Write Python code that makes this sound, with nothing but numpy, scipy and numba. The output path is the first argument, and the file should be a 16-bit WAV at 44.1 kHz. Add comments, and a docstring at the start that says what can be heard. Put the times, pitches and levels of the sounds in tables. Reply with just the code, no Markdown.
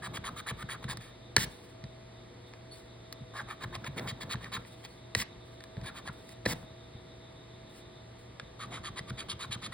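"""Scratching a lottery ticket

A coin-like disc scrapes off the coating in four bouts of quick strokes, close to a phone's two ports.
Gliding bands of grit ring the disc: faster strokes are brighter; many judder at the ends and bump the table.
Three times filtered contacts knock the disc down, and bursts of grit sweep the crumbs away.
Noise and wavering tones make a fan in the small room; narrow noise bursts make a far-off insect.
"""
import sys
import numpy as np
from scipy import signal
from scipy.fft import rfft, irfft, next_fast_len
from scipy.io import wavfile
from numba import njit

SR = 44100
rng = np.random.default_rng(int(sys.argv[2]) if len(sys.argv) > 2 else 0)


def master_out(mix):
    """Clip the mix to full scale and print it as 16-bit PCM to the path in sys.argv[1]."""
    frames = np.transpose(np.atleast_2d(mix))
    ceiling = np.clip(frames, -1, 1)
    pcm = np.round(ceiling * 32767).astype(np.int16)
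    wavfile.write(sys.argv[1], SR, pcm)


N = 429093
TIME = np.arange(N) / SR
SIZE = next_fast_len(N + SR)
FREQ = np.maximum(np.arange(SIZE // 2 + 1) * SR / SIZE, 1)


def undb(db):
    """Decibels to gain."""
    return 10 ** (np.asarray(db) / 20)


def unit(x):
    """Scale to rms 1."""
    return x / np.sqrt(np.mean(x ** 2))


def contour(points):
    """Points joined on a log-frequency axis."""
    hz, value = np.transpose(points)
    return np.interp(np.log(FREQ), np.log(hz), value)


def shape(x, gain):
    """Filter by a gain for each frequency."""
    return irfft(rfft(x, SIZE) * gain, SIZE)[..., :N]


def butter(x, hz, kind, order=2):
    """Plain low-, high- or band-pass."""
    sos = signal.butter(order, np.minimum(hz, SR / 2 - 1), kind, fs=SR, output="sos")
    return signal.sosfilt(sos, x)


def body(modes, size=2048):
    """Short minimum-phase impulse response of a body with these resonances."""
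    f = np.maximum(np.arange(size // 2 + 1) * SR / size, 1)
    power = 0
    for hz, width_hz, db in modes:
        detuning = (f ** 2 - hz ** 2) / (f * width_hz)
        power = power + undb(db) ** 2 / (1 + detuning ** 2) ** 1.4
    # fold the cepstrum to make the response causal
    cepstrum = irfft(np.log(power + 1e-7) / 2)
    cepstrum[1:size // 2] *= 2
    cepstrum[size // 2 + 1:] = 0
    return irfft(np.exp(rfft(cepstrum)))


@njit
def gliding_band(x, hz, breadth):
    """State-variable band-pass whose centre moves every sample; breadth is a share of the centre."""
    y, band, low = np.empty(len(x)), 0., 0.
    for i in range(len(x)):
        g = np.tan(np.pi * hz[i] / SR)
        v = (band + g * (x[i] - low)) / (1 + g * (g + breadth))
        band, low, y[i] = 2 * v - band, low + 2 * g * v, breadth * v
    return y


def walk(rate_hz):
    """Smooth chance with a spread near 1."""
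    knots = rng.standard_normal(4096)
    return 1.2 * np.interp(TIME * rate_hz, np.arange(len(knots)), knots)


def grit(rate_hz, spread_db):
    """Tiny impulses of uneven size, so many a second; rms 1."""
    hits = rng.random(N) < rate_hz / SR
    heights = rng.standard_normal(N)
    sizes = undb(spread_db * np.minimum(rng.exponential(size=N), 4))
    return unit(hits * heights * sizes)


def hand_speed(length_s, peak):
    """Speed 0-1 over one movement: up from rest until the share `peak`, then down to rest."""
    progress = np.linspace(0, 1, int(length_s * SR))
    phase = np.interp(progress, [0, np.clip(peak, .05, .95), 1], [0, .5, 1])
    return np.abs(np.sin(np.pi * phase))


def add(out, start_s, sound):
    """Mix a sound in at a time."""
    i = max(int(start_s * SR), 0)
    part = sound[:max(N - i, 0)]
    out[i:i + len(part)] += part


def motion(start_s, length_s, peak, power):
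    """Loudness of one swell on the whole time line; mean square 1 while it lasts."""
    out = np.zeros(N)
    add(out, start_s, unit(hand_speed(length_s, peak) ** power))
    return out


# room air colour: freq_hz, relative_level_db
AIR = [(20, -39), (42, 0.5), (70, 1.5), (160, -0.5), (280, -2.5), (400, -3.5), (600, -6.5), (900, -10),
       (1500, -17), (2000, -13), (2750, -21), (3700, -14.5), (4300, -20), (7000, -28.5), (11000, -36),
       (12500, -38), (15000, -44)]
# likeness of the air at the two ports, clipped to -1..1 in use: freq_hz, coherence
AIR_LIKENESS = [(100, .97), (290, 0.8), (640, -0.093), (1400, 1), (3100, -0.08), (4300, 0.95),
                (6100, -1.84), (9000, 1), (12300, -1.2), (15000, -0.1)]
# fan and mains, level before waver: pitch_hz, level_db, left_lead_rad
HUM = [(118.3, -57, 0.11), (357.3, -65.5, 0.52), (486.6, -69, 0.74), (650.4, -62, 1.38), (1193, -70, 1.87)]


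def fan(air_db=-53, waver_db=2.5):
    """Steady air, partly alike at the two ports, and motor lines wavering in level and phase."""
    likeness = np.clip(contour(AIR_LIKENESS), -1, 1)
    colour = undb(contour(AIR))
    mid = shape(rng.standard_normal(N), colour * np.sqrt(1 + likeness))
    side = shape(rng.standard_normal(N), colour * np.sqrt(1 - likeness))
    out = undb(air_db) * unit(np.array([mid + side, mid - side]))
    for hz, db, lead_rad in HUM:
        phase = 2 * np.pi * hz * TIME + 1.2 * walk(8)
        level = np.sqrt(2) * undb(db + waver_db * walk(6.7))
        out += level * np.sin([phase + lead_rad, phase])
    return out


# runs of chirps: first_middle_s, last_middle_s, approx_rate_hz, level_db
CHIRP_RUNS = [(.13, 1.554, 7, -63.5), (1.903, 2.77, 3.4, -65.5), (2.916, 4.724, 7, -64),
              (5.027, 6.32, 7, -64), (6.537, 7.983, 6.9, -62.5), (8.457, 9.615, 7, -64.5)]
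CHIRP_HZ, CHIRP_WIDTH_HZ, CHIRP_S = 3710, 280, 0.16  # blurred by the distance into a narrow band


def insect(side_db=-7):
    """Soft, evenly spaced chirps of narrow noise from far away, almost alike at the two ports."""
    swell = np.zeros(N)
    for first_s, last_s, rate_hz, db in CHIRP_RUNS:
        count = int(round((last_s - first_s) * rate_hz)) + 1
        for middle_s in np.linspace(first_s, last_s, count):
            add(swell, middle_s - CHIRP_S / 2, undb(db) * hand_speed(CHIRP_S, 0.47))
    band = np.exp(-((FREQ - CHIRP_HZ) / CHIRP_WIDTH_HZ) ** 2)
    mid, side = unit(shape(rng.standard_normal((2, N)), band))
    return swell * (mid + undb(side_db) * side * np.array([[1], [-1]]))


# soft swells of faint hiss: start_s, length_s, level_db
HISS_SWELLS = [(1.434, 0.31, -61), (2.46, 0.11, -73.5), (2.718, .17, -63), (4.594, 0.42, -66.5),
               (5.442, 0.31, -74), (6.12, .26, -63.5), (6.52, 0.15, -63), (7.693, .13, -66),
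               (8.185, 0.084, -67)]
# colour of the faint hiss: freq_hz, relative_level_db
HISS_COLOUR = [(300, 0), (2000, 7.5), (4200, 8), (6500, 2), (9500, 5.5), (12000, 1), (15000, -3)]
SWELL_PEAK = 0.11  # share of a hiss swell or drag spent rising


def faint_hiss(flutter_db=4.0):
    """Soft, uneven swells of faint hiss between the strokes, from dense coloured impulses."""
    hiss = grit(rate_hz=13000, spread_db=1.5) * undb(flutter_db * walk(37))
    hiss = unit(shape(hiss, undb(contour(HISS_COLOUR))))
    swell = sum(undb(db) * motion(start_s, length_s, SWELL_PEAK, power=0.43)
                for start_s, length_s, db in HISS_SWELLS)
    return hiss * swell


# side of the hand dragging on the card: start_s, length_s, level_db, brightness_hz, unevenness_db
DRAGS = [(0, 0.99, -53, 294, 4), (1.43, .12, -53, 300, 6), (3.596, 1.03, -51.5, 310, 2.5),
         (3.963, .115, -45, 990, .5), (5.755, 0.45, -55, 355, 1.5), (6.453, .085, -38.5, 597, 3),
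         (6.531, 0.12, -49.5, 250, 2), (8.583, 1.2, -54, 280, 2.5)]
# drag colour: freq_hz, relative_level_db
DRAG_COLOUR = [(25, -5), (55, -4.5), (170, 3), (330, -3.5), (800, -3.5), (1500, -5.5), (4000, -25),
               (15000, -3.5)]


def dragging():
    """The hand rumbles on the card, each slide with its own brightness and unevenness."""
    skin = shape(rng.standard_normal(N), undb(contour(DRAG_COLOUR)))
    grip = walk(25)
    out = np.zeros(N)
    for start_s, length_s, db, bright_hz, uneven_db in DRAGS:
        rumble = unit(butter(skin * undb(uneven_db * grip), bright_hz, "low", order=1))
        out += undb(db) * rumble * motion(start_s, length_s, SWELL_PEAK, power=0.044)
    return out


# hand settling on the table or pushing off it: start_s, level_db (before bump_db)
BUMPS = [(0.845, -32), (0.884, -36), (0.976, -39), (1.371, -26), (1.837, -36), (3.206, -38.5), (3.673, -40),
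         (5.161, -28.5), (5.77, -30), (5.817, -37), (6.101, -44), (6.466, -30.5), (6.947, -37.5),
         (8.422, -40), (9.492, -37)]
# table top, pitch before scatter: pitch_hz, t60_s, relative_level_db
TABLE_MODES = [(57.3, 0.34, -16), (95.6, 0.14, -7), (123.6, 0.099, 3.5), (196, 0.055, 2.5),
               (272.4, 0.036, -4.5)]
BRAKE_LEAD_S = 0.0045  # the hand brakes just before a stroke ends and bumps the table


def table(push_s=0.0043, bump_db=1.0):
    """The hand pushes the table top as it settles or a stroke brakes; each spot rings differently."""
    t = TIME[:SR // 3]
    push = 1 - np.exp(-(t / push_s) ** 2)
    out = np.zeros(N)
    brakes = [(start_s + length_s - BRAKE_LEAD_S, db) for start_s, length_s, *_, db in STROKES]
    for start_s, db in BUMPS + brakes:
        spot = 1 + 0.063 * rng.standard_normal(len(TABLE_MODES))
        ring = np.zeros(len(t))
        for (hz, t60_s, mode_db), detune in zip(TABLE_MODES, spot):
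            ring += undb(mode_db - 60 * t / t60_s) * np.sin(2 * np.pi * hz * detune * t)
        ring *= push
        add(out, start_s, undb(db + bump_db) * ring / np.abs(ring).max())
    return out


# disc ringing faintly as the fingers shift on it: start_s, level_db (before mode level)
TINGS = [(2.711, -46.5), (4.9, -58)]
# free ring of the disc: pitch_hz, t60_s, relative_level_db
TING_MODES = [(4412, 0.14, 7), (9880, .17, -5)]


def tinging(rise_s=0.01):
    """A thin, soft-edged ring of decaying sines from the loosely held disc."""
    t = TIME[:SR // 4]
    ring = sum(undb(db - 60 * t / t60_s) * np.sin(2 * np.pi * hz * t) for hz, t60_s, db in TING_MODES)
    ring = ring * (1 - np.exp(-t / rise_s))
    out = np.zeros(N)
    for start_s, db in TINGS:
        add(out, start_s, undb(db) * ring)
    return out


# sweeps across the card, ring before wander: start_s, length_s, level_db, ring_hz, speeding_up_share
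SWEEPS = [(1.361, 0.092, -35, 1780, 0.79), (5.153, 0.085, -38, 1950, 0.62), (6.455, 0.083, -38, 1960, 0.84)]
# sweep colour: freq_hz, relative_level_db
SWEEP_COLOUR = [(40, -10.5), (200, 4), (400, -8.5), (700, -16), (1100, -5.5), (1350, -17), (1650, -4),
                (2100, -3.5), (2700, -9), (3300, -3.5), (4200, -4), (6000, -7), (9000, -11), (15500, -13)]


def sweeping(flutter_db=0.0, ring_db=-9, ring_wander=0.056, ring_breadth=0.077):
    """The disc skates over the card, pushes the crumbs ahead and rings most at full speed."""
    crumbs = grit(rate_hz=9000, spread_db=0.5) * undb(flutter_db * walk(300))
    crumbs = unit(shape(crumbs, undb(contour(SWEEP_COLOUR))))
    rub = rng.standard_normal(N)
    wander = 1 + ring_wander * walk(90)
    out = np.zeros(N)
    for start_s, length_s, db, ring_hz, peak in SWEEPS:
        ring = undb(ring_db) * unit(gliding_band(rub, ring_hz * wander, float(ring_breadth)))
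        hiss = crumbs * motion(start_s, length_s, peak, power=0.91)
        out += undb(db) * (hiss + ring * motion(start_s, length_s, peak, power=2.7))
    return out


# edge of the disc landing or catching: start_s, ring_level_db, sharpness_hz, main_ring_hz, thud_re_ring_db
KNOCKS = [(.173, -41.5, 2200, 1680, -10), (0.511, -43.5, 1190, 1130, -2.5), (.627, -44.5, 2000, 1470, -10),
          (0.842, -43, 1500, 1550, -12), (0.972, -45, 14800, 1810, -6), (1.365, -18, 6900, 1710, -17),
          (1.366, -27.5, 3560, 2230, -11.5), (1.369, -29.5, 895, 1430, -2), (1.381, -31.5, 1190, 1800, -10),
          (1.84, -50.5, 1990, 1800, -10), (2.537, -51, 1000, 1950, -12), (3.126, -42, 17700, 1910, -10),
          (3.638, -48.5, 7000, 1900, -12), (3.753, -40, 3350, 1930, -5.5), (3.845, -45.5, 2500, 2050, -12),
          (3.995, -41, 2010, 1960, -3.5), (4.324, -42, 9100, 1930, -9), (4.356, -46, 900, 1750, -12),
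          (4.444, -45, 2500, 1920, -21), (4.65, -53.5, 1000, 1840, -16), (4.85, -48.5, 5940, 1900, -5),
          (5.15, -24.5, 3050, 1860, -24), (5.154, -40.5, 1320, 1850, 4), (5.202, -38, 2000, 1930, -16),
          (5.218, -37, 9000, 1980, -21), (5.223, -37, 1200, 1970, -17), (5.606, -51.5, 2000, 1850, -12),
          (5.639, -49, 14000, 1740, -11), (5.769, -52, 1000, 1800, -1), (5.814, -54.5, 2500, 1850, -8),
          (6.076, -46.5, 5200, 1780, -1), (6.292, -53.5, 14000, 2000, -19), (6.455, -39, 3040, 1810, -4),
          (6.459, -35, 4020, 1850, -25), (6.462, -27.5, 1510, 1850, -0.5), (6.467, -38, 300, 1820, 6.5),
          (8.398, -40, 1390, 1630, -11), (8.992, -41, 1490, 1850, -7), (9.098, -50, 6000, 1930, -19),
          (9.524, -52, 12500, 1870, -5)]
# loosely held disc: multiple_of_main_ring, width_hz, relative_level_db
KNOCK_MODES = [(.6, 400, -15), (1, 250, 1), (1.3, 450, -8.5), (1.7, 500, -10), (2.2, 550, -4.5),
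               (2.6, 700, -5), (3.3, 1000, -10), (4.9, 1800, -12), (7.3, 4000, -15)]
# thud pitch at that contact sharpness; softer contacts thud lower
THUD_HZ, THUD_CONTACT_HZ, THUD_RISE = 686, 3380, 0.37
# blows above this level keep the disc chattering, growing in dB per dB
CHATTER_FROM_DB, CHATTER_GROWTH = -35.5, 0.06


def knocking(rattle_s=0.0028, rattle_db=-18, thud_s=0.0024):
    """A sharp contact and brief rattle ring the disc at its grip's pitch; the backing thuds dully."""
    t = TIME[:4096]
    out = np.zeros(N)
    for start_s, db, sharp_hz, ring_hz, thud_db in KNOCKS:
        thud_hz = THUD_HZ * (sharp_hz / THUD_CONTACT_HZ) ** THUD_RISE
        thud = np.sin(2 * np.pi * thud_hz * t) * np.exp(-t / thud_s)
        disc = body([(ring_hz * k, width_hz, mode_db) for k, width_hz, mode_db in KNOCK_MODES])
        chatter_db = rattle_db + CHATTER_GROWTH * max(db - CHATTER_FROM_DB, 0)
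        rattle = undb(chatter_db) * rng.standard_normal(len(t)) * np.exp(-t / rattle_s)
        force = (t == 0) + rattle
        ring = butter(signal.fftconvolve(force, disc)[:len(t)], sharp_hz, "low", order=1)
        ring = butter(ring, 4 * sharp_hz, "low", order=1)  # the card cushions soft contacts further
        # level over the first 10 ms
        ring = ring / np.std(ring[:SR // 100])
        thud = thud / np.std(thud[:SR // 100])
        add(out, start_s, undb(db) * (ring + undb(thud_db) * thud))
    return out


# stick-slip chirps as the edge sets off or stops: start_s, length_s, level_db (before grip_db), first_hz, last_hz
JUDDERS = [(0.02, 0.022, -45.5, 1570, 1860), (.058, 0.017, -41.5, 1870, 1150),
           (0.17, 0.0086, -38.5, 2770, 1020), (0.239, 0.01, -42, 1610, 1950),
           (0.281, 0.016, -40.5, 1600, 1120), (0.397, 0.014, -47, 1800, 1250),
           (0.461, 0.02, -42.5, 1340, 1750), (0.509, 0.01, -42, 1900, 880),
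           (0.688, 0.012, -40.5, 1400, 1850), (0.735, 0.031, -48, 1600, 1150),
           (.879, .014, -43.5, 1840, 1500), (3.392, 0.016, -38, 1870, 1110),
           (3.531, 0.016, -55, 1400, 1050), (3.641, 0.01, -40.5, 2030, 1050),
           (3.84, 0.0099, -42, 1360, 1670), (4.338, 0.013, -41.5, 1860, 770),
           (4.456, 0.016, -47, 2180, 1300), (4.564, 0.016, -39, 2050, 910), (5.886, 0.019, -47, 1760, 1350),
           (6.081, 0.023, -43.5, 1850, 1120), (8.636, 0.015, -54, 1450, 1100),
           (8.773, 0.014, -51, 1450, 1100), (8.875, 0.022, -51, 1450, 1090),
           (9.104, 0.0042, -41, 1700, 1080), (9.217, 0.011, -49, 1800, 1000),
           (9.317, 0.0069, -57, 1900, 1000), (9.434, 0.018, -44, 1530, 1090),
           (9.55, 0.019, -49.5, 1440, 1190)]


def juddering(breadth=0.19, peak=0.83, even=0.74, grip_db=-1.0):
    """The edge sticks and slips at a gliding rate: a rough chirp of fairly even slips."""
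    out = np.zeros(N)
    for start_s, length_s, db, first_hz, last_hz in JUDDERS:
        swell = hand_speed(length_s, peak) ** 0.15
        glide_hz = np.geomspace(first_hz, last_hz, len(swell))
        slips = gliding_band(rng.standard_normal(len(swell)), glide_hz, float(breadth))
        envelope = np.abs(signal.hilbert(unit(slips)))
        slips = slips / (envelope + .1) ** even
        add(out, start_s, undb(db + grip_db) * unit(gliding_band(slips, glide_hz, 1.0) * swell))
    return out


# strokes: start_s, length_s, rasp_level_db (before press_db), full_speed_grain_hz, speeding_up_share,
# full_speed_edge_note_hz, edge_level_db (re low rasp), stop_bump_db (before bump_db)
STROKES = [(0.02, 0.058, -44.5, 1950, .7, 1700, -8, -39), (0.132, 0.054, -48, 2600, 0.46, 2060, -8, -35.5),
           (0.239, 0.059, -42.5, 2000, 0.51, 1700, -4, -48),
           (0.359, 0.056, -47, 2330, 0.43, 1260, -14, -40.5),
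           (.463, 0.055, -41.5, 2180, .59, 1700, -9, -33.5), (0.568, 0.066, -48, 1750, 0.91, 1240, -1, -35),
           (0.685, 0.072, -45, 2250, .42, 1690, -9, -46), (0.82, 0.037, -53, 1730, 0.53, 1600, -18, -53),
           (0.882, 0.058, -43, 2340, 0.46, 1700, -6, -48), (1, 0.12, -58.5, 2310, 0.13, 1700, -12, -60),
           (3.336, 0.092, -43.5, 1710, 0.47, 1700, -3, -42),
           (3.471, 0.08, -44.5, 1610, 0.45, 1260, -12, -52),
           (3.603, .049, -44.5, 2040, 0.73, 1580, -6, -33), (3.724, .046, -44.5, 1860, 0.69, 1910, -3, -37),
           (3.848, 0.036, -44, 2220, 0.77, 2030, -7, -34.5), (3.968, 0.031, -43, 2460, 0.5, 2090, 0, -50),
           (4.068, 0.053, -43, 2720, .45, 2250, -1.5, -33.5),
           (4.203, 0.043, -46, 2620, 0.33, 2130, -4, -43), (4.292, 0.056, -43, 3070, .62, 2220, -5, -29),
           (4.403, 0.087, -53, 2080, .32, 1760, -6, -52), (4.517, 0.061, -42, 2630, 0.39, 3950, -11, -39.5),
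           (4.831, 0.035, -56, 3300, 0.7, 1910, -8, -62), (5.83, 0.074, -49, 2230, 0.69, 1650, -4, -66),
           (5.942, 0.064, -50.5, 2110, .5, 1280, -17, -55),
           (6.048, 0.044, -47.5, 1890, 0.92, 1670, -3, -35.5),
           (8.589, .074, -46, 1920, 0.41, 1250, -13, -43),
           (8.706, 0.092, -47, 2060, 0.43, 1280, -10, -39.5),
           (8.832, 0.066, -45.5, 2330, 0.48, 1250, -5, -37.5),
           (8.958, .047, -45, 2300, 0.65, 1960, -2, -37), (9.071, 0.039, -51, 2300, 0.99, 1210, -5, -31.5),
           (9.172, 0.064, -48.5, 2870, 0.36, 2020, -6, -54),
           (9.284, .055, -47, 3380, 0.34, 3370, -3.5, -38.5),
           (9.39, 0.071, -47, 2750, 0.47, 1250, -24, -44),
           (9.507, 0.052, -46.5, 3330, .38, 3600, -8, -34.5),
           (9.616, 0.063, -48, 2900, 0.59, 1270, -26, -39), (9.717, 0.027, -47, 2010, .52, 1940, 0, -51)]
# disc pressed on the card, before grip scatter: pitch_hz, width_hz, relative_level_db
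SCRAPE_MODES = [(335, 230, -0.5), (721, 340, -3), (1128, 234, 5.5), (1780, 230, -0.5), (2250, 290, -5),
                (3310, 410, -3), (3827, 280, 1.5), (4420, 220, -1.5), (4950, 260, -6), (6500, 190, 3),
                (7020, 300, 2), (8440, 1300, -3), (9725, 210, 11), (13600, 4700, -1), (15400, 170, 11)]
# grip of each bout: from_s, bite_re_rasp_db, hiss_re_rasp_db (both at GRAIN_HZ), hiss_top_hz
BOUTS = [(0, -1, -5.5, 18000), (3.2, -2.4, -10.5, 18000), (5.5, 0.62, -7, 18000), (8.3, 0.24, -8.5, 11000)]
GRAIN_HZ = 2300  # grain pitch of an average stroke
BITE_DB_PER_OCTAVE, HISS_DB_PER_OCTAVE = 12.5, 12  # faster strokes are brighter
SNAPS_PER_S, SNAP_DB = 190, -7  # crumbs of coating snap off; level re the rest of the friction
EDGE_SLOW, EDGE_BREADTH = 0.86, 0.11  # share of the edge note left at rest; width as share of pitch
GRIP_SCATTER_HZ, GRIP_SCATTER_DB = 45, 1.8  # spread of the disc's resonances between strokes


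def scraping(rasp_power=0.65, bite_power=0.36, hiss_power=0.3, chatter_db=0.5,
             slow_pitch=0.42, breadth=0.96, press_db=-0.5):
    """Coating crumbles under the edge; grain rises with speed and rings the disc, whose edge sings."""
    friction = grit(rate_hz=15000, spread_db=1.0) * undb(chatter_db * walk(260))
    friction = friction + undb(SNAP_DB) * grit(rate_hz=SNAPS_PER_S, spread_db=3.0)
    grips = rng.standard_normal((len(STROKES), len(SCRAPE_MODES), 2))
    out = np.zeros(N)
    for stroke, grip in zip(STROKES, grips):
        start_s, length_s, db, grain_hz, peak, note_hz, note_db, _ = stroke
        speed = hand_speed(length_s, peak)
        _, bite_db, hiss_db, hiss_top_hz = BOUTS[sum(start_s > bout[0] for bout in BOUTS[1:])]
        disc = body([(hz + GRIP_SCATTER_HZ * a, width_hz, mode_db + GRIP_SCATTER_DB * b)
                     for (hz, width_hz, mode_db), (a, b) in zip(SCRAPE_MODES, grip)])
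        force = friction.take(int(start_s * SR) + np.arange(len(speed)), mode="wrap")
        edge_hz = note_hz * (EDGE_SLOW + (1 - EDGE_SLOW) * speed)
        edge = gliding_band(gliding_band(force, edge_hz, EDGE_BREADTH), edge_hz, EDGE_BREADTH)
        pitch_hz = grain_hz * (slow_pitch + (1 - slow_pitch) * speed ** 2)
        force = gliding_band(force, pitch_hz, float(breadth))
        ring = signal.fftconvolve(force, disc)[:len(speed)]
        # each band follows the speed by its own power
        low = unit(butter(ring, 2500, "low", order=4))
        rasp = (low + undb(note_db) * unit(edge)) * speed ** rasp_power
        bite = butter(ring, [2500, 5500], "band", order=4) * speed ** bite_power
        hiss = butter(ring, 5500, "high", order=4) * speed ** hiss_power
        hiss = butter(hiss, hiss_top_hz, "low")
        octaves = np.log2(grain_hz / GRAIN_HZ)
        treble = undb(bite_db + BITE_DB_PER_OCTAVE * octaves) * unit(bite)
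        treble = treble + undb(hiss_db + HISS_DB_PER_OCTAVE * octaves) * unit(hiss)
        add(out, start_s, undb(db + press_db) * (unit(rasp) + treble))
    return out


def room(x, t60_s=0.33, wet_db=-21.0, damp_hz=3500, rise_s=0.0082):
    """Diffuse reflections from near walls as decaying noise, different at each port."""
    t = TIME[:SR * 3 // 4]
    envelope = undb(-60 * t / t60_s) * (1 - np.exp(-t / rise_s))
    tail = butter(rng.standard_normal((2, len(t))) * envelope, damp_hz, "low", order=2)
    tail = tail / np.sqrt(np.sum(tail ** 2) / 2)
    return undb(wet_db) * shape(x, rfft(tail, SIZE))


# lead of the left port over the right for sound from the ticket: freq_hz, lead_rad
PORT_LEAD = [(0, -0.0), (700, -0.87), (1100, -0.4), (1900, 0.07), (2800, 2.13), (4000, 0.74), (5000, 1.72),
             (6100, 3.18), (7500, 4.74), (9000, 6.29), (10600, 7.56), (11400, 9.22), (13100, 9.64),
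             (14600, 12.11)]


def scene():
    """The handwork and faint hiss reach the two ports out of step and excite the room."""
    work = faint_hiss() + dragging() + table() + tinging()
    work = work + sweeping() + knocking() + juddering() + scraping()
    lead_rad = np.interp(FREQ, *np.transpose(PORT_LEAD))
    direct = shape(work, np.exp(.5j * np.array([lead_rad, -lead_rad])))
    return fan() + insect() + room(butter(work, 280, "high")) + direct


TOP_HZ = 15900


def record(dry):
    """The phone drops the deepest bass and cuts the top."""
    low_cut = butter(dry, 35, "high", order=4)
    return signal.sosfilt(signal.ellip(10, .2, 80, TOP_HZ, fs=SR, output="sos"), low_cut)


dry = scene()
out = record(dry)
master_out(out)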